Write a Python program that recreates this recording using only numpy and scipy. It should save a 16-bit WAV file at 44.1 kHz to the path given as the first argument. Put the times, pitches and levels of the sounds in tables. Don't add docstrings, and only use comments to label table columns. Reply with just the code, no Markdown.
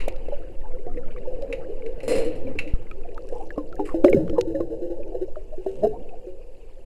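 import sys
import numpy as np
from scipy import signal
from scipy.fft import rfft, irfft, next_fast_len
from scipy.io import wavfile
from scipy.ndimage import uniform_filter1d, map_coordinates

SR = 44100
rng = np.random.default_rng(int(sys.argv[2]) if len(sys.argv) > 2 else 0)


def generate_wav(sig):
    pcm = np.round(np.clip(np.atleast_2d(sig).T, -1, 1) * 32767).astype(np.int16)
    wavfile.write(sys.argv[1], SR, pcm)


N = 302085

# (time [s], level [dB])
FLOW_LEVEL = [(0, -17.5), (.6, -21.5), (1.7, -24.5), (2.25, -23.5), (2.8, -25.5), (3.7, -25), (4.25, -24),
              (4.7, -29), (5.3, -25), (6.85, -32)]
# (frequency [Hz], level [dB])
RUMBLE_COLOUR = [(5, 17.5), (12, 9), (20, 1), (32, -4), (50, -16), (80, -24.5), (140, -33), (250, -40.5),
                 (500, -75.5), (1000, -89.5)]
# (time [s], level [dB])
CHURN_LEVEL = [(0.0, -39), (0.82, -44.5), (1.43, -35.5), (1.96, -38.5), (2.27, -36.5), (2.82, -43),
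               (3.28, -38.5), (3.7, -39.5), (4.25, -32.5), (4.7, -36), (5.13, -35), (5.38, -47.5),
               (5.59, -45), (5.76, -38), (6.14, -41), (6.32, -46), (6.85, -52)]
# (frequency [Hz], level [dB])
RUSH_COLOUR = [(60, -47.5), (150, -14), (240, -11), (320, -1), (420, 2.5), (510, 8.5), (600, -9),
               (730, -13), (900, -11.5), (1050, -48), (1600, -43), (3000, -70)]
# (frequency [Hz], level [dB])
STANDING_WAVES = [(146, -7), (178, -4), (326, 3.5), (352, -2), (385, -3.5), (456, 0.5), (484, -1.5),
                  (514, 0.5), (541, 0.5), (582, -2.5), (665, -1.5), (748, -2)]
# (frequency [Hz], level [dB])
HAZE_COLOUR = [(900, -6), (1300, -24), (1690, 14), (2300, -15), (2850, 5.5), (3400, -32.5), (4020, 6.5),
               (4500, -37.5), (5150, 0), (5750, -28.5), (6400, -6.5), (7600, -9.5), (10500, -14.5),
               (15000, -9.5)]
# (time [s], level [dB])
FIZZ_LEVEL = [(0.0, -54.5), (0.67, -67.5), (0.93, -71), (1.22, -63), (1.96, -64), (2.21, -51), (2.4, -60),
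              (3.15, -68), (3.81, -70), (3.97, -73), (4.67, -75.5), (5.49, -69), (5.82, -67), (6.85, -67.5)]
# (frequency [Hz], level [dB])
BED_COLOUR = [(500, 3.5), (900, 7), (1400, -8), (2100, -5), (2800, 5.5), (3500, -17.5), (4700, -10.5),
              (6000, -32), (7400, -30.5), (10000, -22.5), (15000, -32.5)]
# (frequency [Hz], level [dB])
TOP_HISS_COLOUR = [(1000, -2), (3500, 0), (4800, 5), (6000, 0), (7400, 7.5), (8500, 0), (9700, 3.5),
                   (12000, -4), (15500, -11.5)]
# (frequency [Hz], level [dB])
SEETHE_COLOUR = [(800, -8), (1200, 1), (1800, 1), (2400, -0.5), (3200, -19)]
# (time [s], level [dB], pool echo [dB], ring [dB])
TILE_HITS = [(0.0, -35, -3, -21), (0.0823, -27.5, -23, -17), (1.526, -29.5, -17, -7),
             (1.531, -35.5, -13, -14), (1.862, -41, -18, -13), (2.003, -38.5, -14, -16),
             (2.582, -49, -25, -14), (2.5881, -23, -16.5, -1), (2.5915, -28, -12, -6),
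             (2.676, -43.5, -4.5, -8)]
# (frequency [Hz], level [dB])
CRACK_COLOUR = [(400, -12), (900, -11), (1650, -9.5), (1950, -0.5), (2750, 4.5), (3100, -8.5), (3400, -20),
                (3900, -8.5), (4800, -19), (6200, -23), (7500, -18.5), (8300, -35), (9600, -18.5),
                (12000, -40), (15500, -36)]
# (frequency [Hz], level [dB])
BLOW_MODES = [(2000, -2.5), (2223, -2), (2471, -9.5), (2573, -4), (2678, 2.5), (2790, -10)]
# (time [s], level [dB], pitch [Hz], t60 [s], deep level [dB], deep pitch [Hz])
DARK_NOTES = [(0.079, -4.5, 560, 0.012, -39.5, 347), (0.284, -13.5, 510, 0.019, -52, 402),
              (0.323, -17.5, 569, 0.092, -47, 415), (0.866, -16.5, 460, 0.033, -35, 386),
              (0.87, -29.5, 714, 0.13, -45, 391), (0.971, -21.5, 489, 0.088, -39, 304),
              (1.272, -20.5, 510, 0.15, -37, 413), (1.424, -19, 550, 0.12, -46, 420),
              (1.486, -26, 466, 0.54, -34, 276), (1.528, -19.5, 526, 0.12, -50, 432),
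              (1.686, -25, 457, 0.16, -29.5, 412), (1.175, -26.5, 478, 0.093, -40, 394),
              (1.865, -23.5, 453, 0.13, -34, 381), (2.032, -19.5, 520, 0.095, -34, 408),
              (2.259, -37, 505, 0.083, -24, 317), (2.472, -20.5, 537, 0.097, -33.5, 423),
              (2.553, -19, 427, 0.037, -33, 299), (2.663, -31, 503, 0.12, -30.5, 303),
              (3.324, -14.5, 490, 0.042, -39, 407), (3.578, -6, 500, 0.016, -22, 299.6),
              (3.792, -17, 398, 0.15, -20.5, 303), (3.942, -13.5, 613, 0.037, -16.5, 330.5),
              (4.044, 1, 571.5, 0.063, -7, 354.8), (4.061, -9, 620, 0.055, -18, 370),
              (4.082, -10.5, 539, 0.13, -14, 380), (4.162, -12, 546.4, 0.23, -28.5, 171.5),
              (4.131, -2, 460, 0.037, -12.5, 400), (4.189, -21, 540, .08, -18, 315),
              (4.297, -22, 482, .05, -23.5, 341), (4.33, -20, 546, 0.09, -21, 312.4),
              (4.381, -4, 483, 0.075, -17.5, 374.6), (4.472, -38, 525, 0.088, -20.5, 331.5),
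              (4.545, -16.5, 551, 0.2, -21.5, 314), (4.602, -10.5, 497, 0.037, -19.5, 340.6),
              (4.7, -33, 456, .25, -26.5, 325), (4.817, -24.5, 512, 0.5, -21, 350),
              (4.9, -28, 524, 0.15, -23.5, 342.7), (4.994, -28.5, 571, 0.15, -35, 346),
              (5.148, -18, 503, 0.062, -29, 378.4), (5.225, -23, 520, 0.051, -50, 367),
              (5.282, -24, 554, 0.034, -41, 370), (5.365, -22.5, 612, 0.073, -37, 380),
              (5.579, -25.5, 414, 0.078, -28.5, 370), (5.6625, -13.5, 640, 0.03, -19, 384.7),
              (5.833, -15, 630, 0.04, -16.5, 410.3), (5.867, -12, 428, 0.13, -35, 394),
              (6.266, -34.5, 544.6, 0.31, -30, 366)]
# (time [s], level [dB], centre [Hz])
HOUSING_TICKS = [(0.082, -19.5, 8400), (0.1236, -36, 4000), (0.162, -29, 3200), (1.4223, -29, 3900),
                 (0.287, -35, 3050), (3.146, -38, 4100), (3.2889, -34, 6500), (3.755, -35, 6760),
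                 (3.467, -39.5, 4910), (3.7254, -34.5, 3400), (4.0457, -16, 3560), (4.0986, -24, 8830),
                 (4.2964, -23.5, 3250), (4.4108, -9.5, 4130)]
# (crest time [s], level [dB], pitch [Hz], half length [s])
AIR_TEARS = [(0.326, -37.5, 820, .0065), (1.26, -44, 880, .006), (0.655, -39.5, 860, .012),
             (3.056, -36, 700, .006), (3.17, -43, 900, .009), (3.335, -40, 720, .007),
             (3.365, -37.5, 850, .012), (3.412, -31.5, 790, .007), (3.435, -42, 870, .008),
             (3.8, -28, 760, .0072), (3.893, -44, 1180, .016), (4.048, -2, 315, .004),
             (4.085, -22, 428, .012), (4.146, -11, 335, .0035), (4.154, -17, 230, .008),
             (4.177, -17, 165, .007), (4.198, -21, 543, .018), (4.25, -30, 178, .025),
             (4.368, -40, 1050, .008), (4.386, -27, 880, .006), (4.52, -27, 450, .011),
             (4.731, -28, 455, .012), (5.151, -34.5, 680, .01), (5.227, -22, 368, .014),
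             (5.538, -32.5, 617, .009), (5.942, -34, 720, .01), (5.962, -43, 920, .009),
             (6.14, -39, 700, .012)]
# (time [s], level [dB], nominal pitch [Hz], t60 [s])
NEAR_BUBBLES = [(0.615, -52.5, 1780, 0.032), (0.749, -54, 1350, .04), (0.973, -45.5, 1870, 0.044),
                (1.033, -51.5, 1290, 0.089), (1.1622, -39, 1140, 0.025), (1.822, -42.5, 2200, 0.019),
                (2.47, -46.5, 2250, 0.061), (2.748, -49, 1250, .035), (2.869, -49, 2050, 0.026),
                (2.9121, -36.5, 1276, 0.04), (2.913, -35, 2400, 0.017), (3.011, -56, 1370, 0.026),
                (3.035, -49.5, 2500, .025), (3.089, -50.5, 2430, 0.026), (3.1782, -29.5, 1257, 0.021),
                (3.5052, -30, 1680, .025), (3.581, -33, 1048, 0.077), (3.727, -38.5, 1325, 0.04),
                (3.795, -24.5, 840, 0.086), (3.8893, -32, 1090, 0.049), (4.0455, -12, 1400, 0.01),
                (4.082, -27, 1970, 0.019), (4.129, -21.5, 2200, 0.033), (4.279, -30, 1370, 0.0053),
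                (4.298, -37.5, 1300, 0.012), (4.382, -27.5, 956, 0.054), (4.5522, -41.5, 1730, 0.043),
                (4.606, -35, 1063, 0.043), (5.032, -47.5, 2440, 0.026), (5.3575, -36.5, 1250, 0.016),
                (6.0912, -46, 2560, 0.029)]
# (time [s], level [dB], length [s], centre [Hz])
BUBBLE_RUNS = [(0.63, -49, .06, 840), (0.97, -42, .012, 2090), (1.074, -48, .015, 2500),
               (1.085, -52, 0.036, 1350), (1.106, -45, 0.021, 2380), (1.162, -43, 0.023, 2020),
               (1.228, -50, 0.009, 1900), (1.606, -48.5, 0.047, 1490), (3.309, -50, .13, 876),
               (3.764, -46, 0.0067, 1950), (3.886, -44, 0.047, 1040), (3.889, -38, .01, 1820)]
# (crest time [s], level [dB], t60 [s])
LOW_SURGES = [(0.95, -36, 1.2), (2.14, -33, 0.85), (2.45, -32.5, 1.2), (4.16, -26, 1.1),
              (4.52, -35.5, 0.47), (5.87, -35, 0.51)]
# (time [s], level [dB])
PUCK_CONTACTS = [(2.032, -44.5), (2.080, -29), (2.094, -31), (2.105, -34.5), (2.119, -33.5), (2.154, -32.5),
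                 (2.183, -36.5), (2.247, -42.5), (2.354, -51.5)]
# (frequency [Hz], level [dB])
STEEL_MODES = [(1985, -8), (2234, -20.5), (2680, -8), (4174, -10.5)]
# (frequency [Hz], level [dB])
CLATTER_COLOUR = [(200, -11), (490, 14), (750, 1), (1500, -3), (2100, 3.5), (2850, 5), (3400, -13.5),
                  (4200, -2.5), (5100, -27), (6500, -23)]
# (frequency [Hz], level [dB])
STEEL_GRIT_COLOUR = [(3500, -22), (5000, 4.5), (6300, -11), (7400, 5), (8400, -3), (9700, 3), (12500, -17),
                     (15700, -22)]
# (crest time [s], level [dB], half length [s])
SPRAY_PUFFS = [(3.358, -64, 0.068), (5.737, -63, 0.09)]
BLURT_HARMONICS = [-25.5, -18, -15]
# (frequency [Hz], level [dB])
JET_COLOUR = [(900, -10), (1400, 1), (1900, 9), (2850, 6), (3500, -9), (4700, -3), (6000, -15), (7500, -3),
              (9700, -7), (12000, -16), (15500, -24)]
# (frequency [Hz], level [dB])
SURGE_COLOUR = [(50, -0.5), (110, -0.5), (200, -5.5), (280, 2), (400, -25)]
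SNAP_COLOUR = [(600, -1.5), (1200, 14), (2700, 1.5), (5000, -14.5), (15000, -23)]
BOOM_COLOUR = [(280, -9), (400, -15.5), (460, 3), (520, -1), (590, -10), (800, -24.5)]
SPRAY_COLOUR = [(1000, 5), (1900, -2.5), (2800, 10.5), (3500, -3.5), (6000, -4.5), (8500, -0.5),
                (15000, -27)]

TIME = np.arange(N) / SR


def amp(db):
    return 10 ** (np.asarray(db) / 20)


def unit(x):
    return x / np.sqrt(np.mean(x ** 2) + 1e-20)


def clock(seconds):
    return np.arange(int(seconds * SR)) / SR


def fade(t, t60):
    return np.exp(-np.log(1000) * t / t60)


def onset(t, attack):
    return 1 - np.exp(-t / attack)


def swell(t, half):
    return np.exp(-.5 * (t / half) ** 2)


def curve(rows):
    return np.interp(TIME, *np.transpose(rows))


def wobble(rate):
    return map_coordinates(rng.standard_normal(int(N * rate / SR) + 4), [TIME * rate])


def noise(colour, size):
    padded = next_fast_len(size + 8192)
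    hz, db = np.transpose(colour)
    log_bins = np.log(np.fft.rfftfreq(padded, 1 / SR) + 1)
    gain = amp(np.interp(log_bins, np.log(hz), db, left=-120, right=-120))
    return unit(irfft(rfft(rng.standard_normal(padded)) * gain, padded)[:size])


def patchy_noise(colour, depth_db, frame):
    spectrum = signal.stft(noise(colour, N), nperseg=frame)[2]
    patches = uniform_filter1d(rng.standard_normal(spectrum.shape), size=4, axis=0)
    patches = unit(uniform_filter1d(patches, size=2, axis=1))
    return unit(signal.istft(spectrum * amp(depth_db * patches), nperseg=frame)[1][:N])


def partials(t, modes):
    return sum(amp(db) * np.sin(2 * np.pi * (hz * t + rng.random())) for hz, db in modes)


def add(track, s, sound):
    part = track[max(round(s * SR), 0):][:len(sound)]
    part += sound[:len(part)]


def bubble(t, hz, t60, attack, glide=0):
    pitch = hz * (1 + glide * (1 - fade(t, t60)))
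    return np.sin(2 * np.pi * np.cumsum(pitch) / SR) * fade(t, t60) * onset(t, attack)


def housing_rumble():
    out, t = amp(curve(FLOW_LEVEL)) * noise(RUMBLE_COLOUR, N), clock(.15)
    bump = -amp(-2.5) * onset(t, .0021) ** 2 * fade(t, .078)
    add(out, 2.737, bump)
    return out


def fin_wash():
    cloud, t, count = np.zeros(N), clock(.13), 1100
    starts = rng.uniform(0, N / SR, count)
    for s, (pitch, life, size) in zip(starts, rng.standard_normal((count, 3))):
        hz = 470 * np.exp(.27 * pitch)
        ring = bubble(t, hz, t60=.17 * np.exp(.18 * life), attack=.00089, glide=.032)
        add(cloud, s, amp(3 * size - 2.3 * pitch ** 2) * ring)
    rush = patchy_noise(RUSH_COLOUR, depth_db=5.5, frame=2048)
    surge = patchy_noise(SURGE_COLOUR, depth_db=5.5, frame=2048)
    churn = amp(-5) * unit(cloud) + amp(-1.5) * rush + amp(-15) * surge
    return amp(curve(CHURN_LEVEL)) * churn + surge_envelope() * surge


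def pool_ring(drive, t60=.42):
    t = clock(t60)
    decay = fade(t, t60)
    waves = sum(amp(db) * np.cos(2 * np.pi * hz * t) for hz, db in STANDING_WAVES)
    return signal.fftconvolve(drive, waves * 2 * decay / decay.sum())[:N]


def hollow_edge(drive, spacing_hz=1143):
    t = clock(.2)
    comb = sum(np.cos(2 * np.pi * (k * spacing_hz * TIME + rng.random())) / k ** .92 for k in range(1, 11))
    haze = signal.fftconvolve(rng.standard_normal(N), noise(HAZE_COLOUR, len(t)) * fade(t, .28))[:N]
    envelope = np.sqrt(np.abs(uniform_filter1d(drive ** 2, size=130)))
    return amp(-37) * drive * unit(comb) + amp(-39) * envelope * unit(haze)


def fizz():
    level_db = curve(FIZZ_LEVEL)
    bed = amp(level_db + .5 + 2 * wobble(30)) * patchy_noise(BED_COLOUR, depth_db=4.5, frame=512)
    settle_db = 4 * np.maximum(TIME - 3.7, 0)
    seethe_db = level_db - 5.5 + 3.5 * wobble(12) - settle_db
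    seethe = amp(seethe_db) * patchy_noise(SEETHE_COLOUR, depth_db=4.5, frame=512)
    puffs = sum(amp(db) * swell(TIME - s, half) for s, db, half in SPRAY_PUFFS)
    spray = noise(SPRAY_COLOUR, N)
    hiss = patchy_noise(TOP_HISS_COLOUR, depth_db=3, frame=512)
    grain = amp(5 * wobble(370))
    return bed + seethe + puffs * unit(spray * grain) + amp(-74) * hiss


def crackle():
    out, t, count = np.zeros(N), clock(.02), 3200
    starts = rng.uniform(0, N / SR, count)
    for s, (pitch, accent) in zip(starts, rng.random((count, 2))):
        hz = 1500 * 7.5 ** pitch
        db = -64.5 + 19 * accent ** 30 - .6 * s - pitch
        add(out, s, amp(db) * bubble(t, hz, t60=26 / hz, attack=.00019))
    return out


def tile_clacks():
    out, t = np.zeros(N), clock(.7)
    for s, db, echo_db, ring_db in TILE_HITS:
        echo = amp(echo_db) * fade(t, .23)
        crack = noise(CRACK_COLOUR, len(t)) * np.hypot(fade(t, .034), echo)
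        ring = amp(ring_db) * partials(t, BLOW_MODES) * np.hypot(fade(t, .044), echo)
        add(out, s, amp(db) * (crack + ring) * onset(t, .00048))
    return out


def dark_notes():
    out, t = np.zeros(N), clock(.4)
    for s, db, hz, t60, deep_db, deep_hz in DARK_NOTES:
        attack = .0017 * (t60 / .029) ** .54
        deep = bubble(t, deep_hz, .23, attack)
        knock = amp(-5) * bubble(t, deep_hz, .038, attack)
        ring = amp(db) * bubble(t, hz, t60, attack) + amp(deep_db) * (deep + knock)
        walls = rng.standard_normal(len(t)) * fade(t, .45) * onset(t, .018)
        echo = signal.fftconvolve(ring, walls / np.linalg.norm(walls))[:len(t)]
        add(out, s, ring + amp(-19) * echo)
    return signal.sosfilt(signal.butter(4, 970, 'lowpass', fs=SR, output='sos'), out)


def housing_ticks():
    out, t = np.zeros(N), clock(.04)
    octaves = np.linspace(-3, 3, num=13)
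    hump_db = -6 * np.abs(octaves) ** 1.4 - 9 * np.maximum(octaves, 0)
    for s, db, hz in HOUSING_TICKS:
        burst = noise(np.c_[hz * 2 ** octaves, hump_db], len(t))
        add(out, s, amp(db - 8) * burst * fade(t, .0098) * onset(t, .00069))
    return out


def burble(clusters=22, until_s=3.8):
    out, t = np.zeros(N), clock(.06)
    starts = (rng.uniform(0, until_s, (clusters, 1)) + rng.uniform(0, .1, (clusters, 5))).ravel()
    for s, (pitch, size, drift) in zip(starts, rng.random((len(starts), 3))):
        hz = 827 * 2 ** (1.64 * pitch)
        ring = bubble(t, hz, t60=40 / hz, attack=.9 / hz, glide=.2 * (drift - .5))
        add(out, s, amp(-54 + 10.6 * size ** 2 - 4 * pitch) * ring)
    return out


def gurgle(crest_s, db, hz, half, rise_per_s=0):
    out, lead_s = np.zeros(N), .1
    t = clock(2 * lead_s) - lead_s
    jostle = uniform_filter1d(rng.standard_normal((2, len(t))), size=160)
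    jitter, flutter = unit(uniform_filter1d(jostle, size=160))
    rough = .58 * (hz / 800) ** 1.4
    phase = 2 * np.pi * hz * (t + rise_per_s * t ** 2 / 2) + rough * jitter
    add(out, crest_s - lead_s, amp(db + 2 * rough * flutter) * np.sin(phase) * swell(t, half))
    return out


def plinks():
    out, t = np.zeros(N), clock(.1)
    for s, db, hz, t60 in NEAR_BUBBLES:
        ring = bubble(t, hz * 1.062, t60, attack=.9 / hz, glide=-.081)
        snap = noise(SNAP_COLOUR, len(t)) * fade(t, .026)
        bite = min(hz / 1410, 1) ** 2
        add(out, s, amp(db) * (amp(4) * ring + amp(-12) * bite * snap))
    return out


def splutters(bubbles_per_s=380):
    out, t = np.zeros(N), clock(.04)
    for s, db, length, centre_hz in BUBBLE_RUNS:
        count = 1 + int(bubbles_per_s * length)
        for k, (late, pitch, size) in enumerate(rng.uniform(-1, 1, (count, 3))):
            hz = centre_hz * 2 ** (.38 * pitch)
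            ring = bubble(t, hz, t60=32 / hz, attack=1 / hz)
            add(out, s + (k + late / 2) / bubbles_per_s, amp(db + 3.3 * size - 4 * pitch ** 2) * ring)
    return out


def surge_envelope(rise_s=.053):
    return sum(amp(db) * np.exp(np.minimum(TIME - s, 0) / rise_s) * fade(np.maximum(TIME - s, 0), t60)
               for s, db, t60 in LOW_SURGES)


def goal_tray(impacts_per_s=130):
    out, t, tap = np.zeros(N), clock(.8), clock(.01)
    for s, db in PUCK_CONTACTS:
        ring = amp(-3.5) * partials(t, STEEL_MODES) * fade(t, .27)
        grit = amp(-10) * noise(STEEL_GRIT_COLOUR, len(t)) * fade(t, .24)
        impacts = (rng.random(len(t)) < impacts_per_s / SR) * rng.uniform(-.75, 1, len(t))
        click = noise(CLATTER_COLOUR, len(tap)) * fade(tap, .008)
        chatter = unit(signal.fftconvolve(impacts, click)[:len(t)])
        clatter = amp(-6) * unit(.7 * chatter + noise(CLATTER_COLOUR, len(t))) * fade(t, .49)
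        boom = amp(7) * noise(BOOM_COLOUR, len(t)) * fade(t, .68)
        add(out, s, amp(db) * (ring + grit + clatter + boom))
    return out


def pops(around_s=3.37, count=34):
    out, t = np.zeros(N), clock(.02)
    for s, (pitch, faintness) in zip(rng.normal(around_s, .17, count), rng.random((count, 2))):
        hz = 3800 * 2.7 ** pitch
        add(out, s, amp(-41 - 10 * faintness) * bubble(t, hz, t60=15 / hz, attack=.00016))
    return out


def jet_swish(start_s=3.85, hold_s=.014):
    out, t = np.zeros(N), clock(.3)
    envelope = onset(t, .005) * fade(np.maximum(t - hold_s, 0), .34)
    jet = noise(JET_COLOUR, len(t))
    grain = amp(3 * wobble(700)[:len(t)])
    add(out, start_s, amp(-48) * envelope * unit(jet * grain))
    return out


def blurt(crest_s=5.846, hz=216.4):
    return sum(gurgle(crest_s, db, k * hz, half=.011, rise_per_s=4.4)
               for k, db in enumerate(BLURT_HARMONICS, 1))


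def scene():
    low_tones = dark_notes() + sum(gurgle(*tear) for tear in AIR_TEARS) + blurt()
    wash = amp(-4) * fin_wash()
    pool = pool_ring(amp(-11) * low_tones + amp(3) * wash)
    edge = hollow_edge(low_tones + amp(-5.5) * (wash + pool))
    small_bubbles = plinks() + splutters() + burble() + jet_swish() + fizz() + crackle() + pops()
    hits = housing_ticks() + tile_clacks() + goal_tray()
    return (low_tones + wash + pool + edge + small_bubbles + hits + housing_rumble())[None]


def record(dry):
    ease_s, top_hz = .008, 15800
    rounded = dry / (1 + np.abs(dry) ** 8) ** (1 / 8)
    ease = np.minimum(np.minimum(TIME, TIME[::-1]) / ease_s, 1)
    padded = next_fast_len(N + SR // 2)
    passband = np.fft.rfftfreq(padded, 1 / SR) < top_hz
    return irfft(rfft(rounded * ease, padded) * passband, padded)[..., :N]


dry = scene()
out = record(dry)
generate_wav(out)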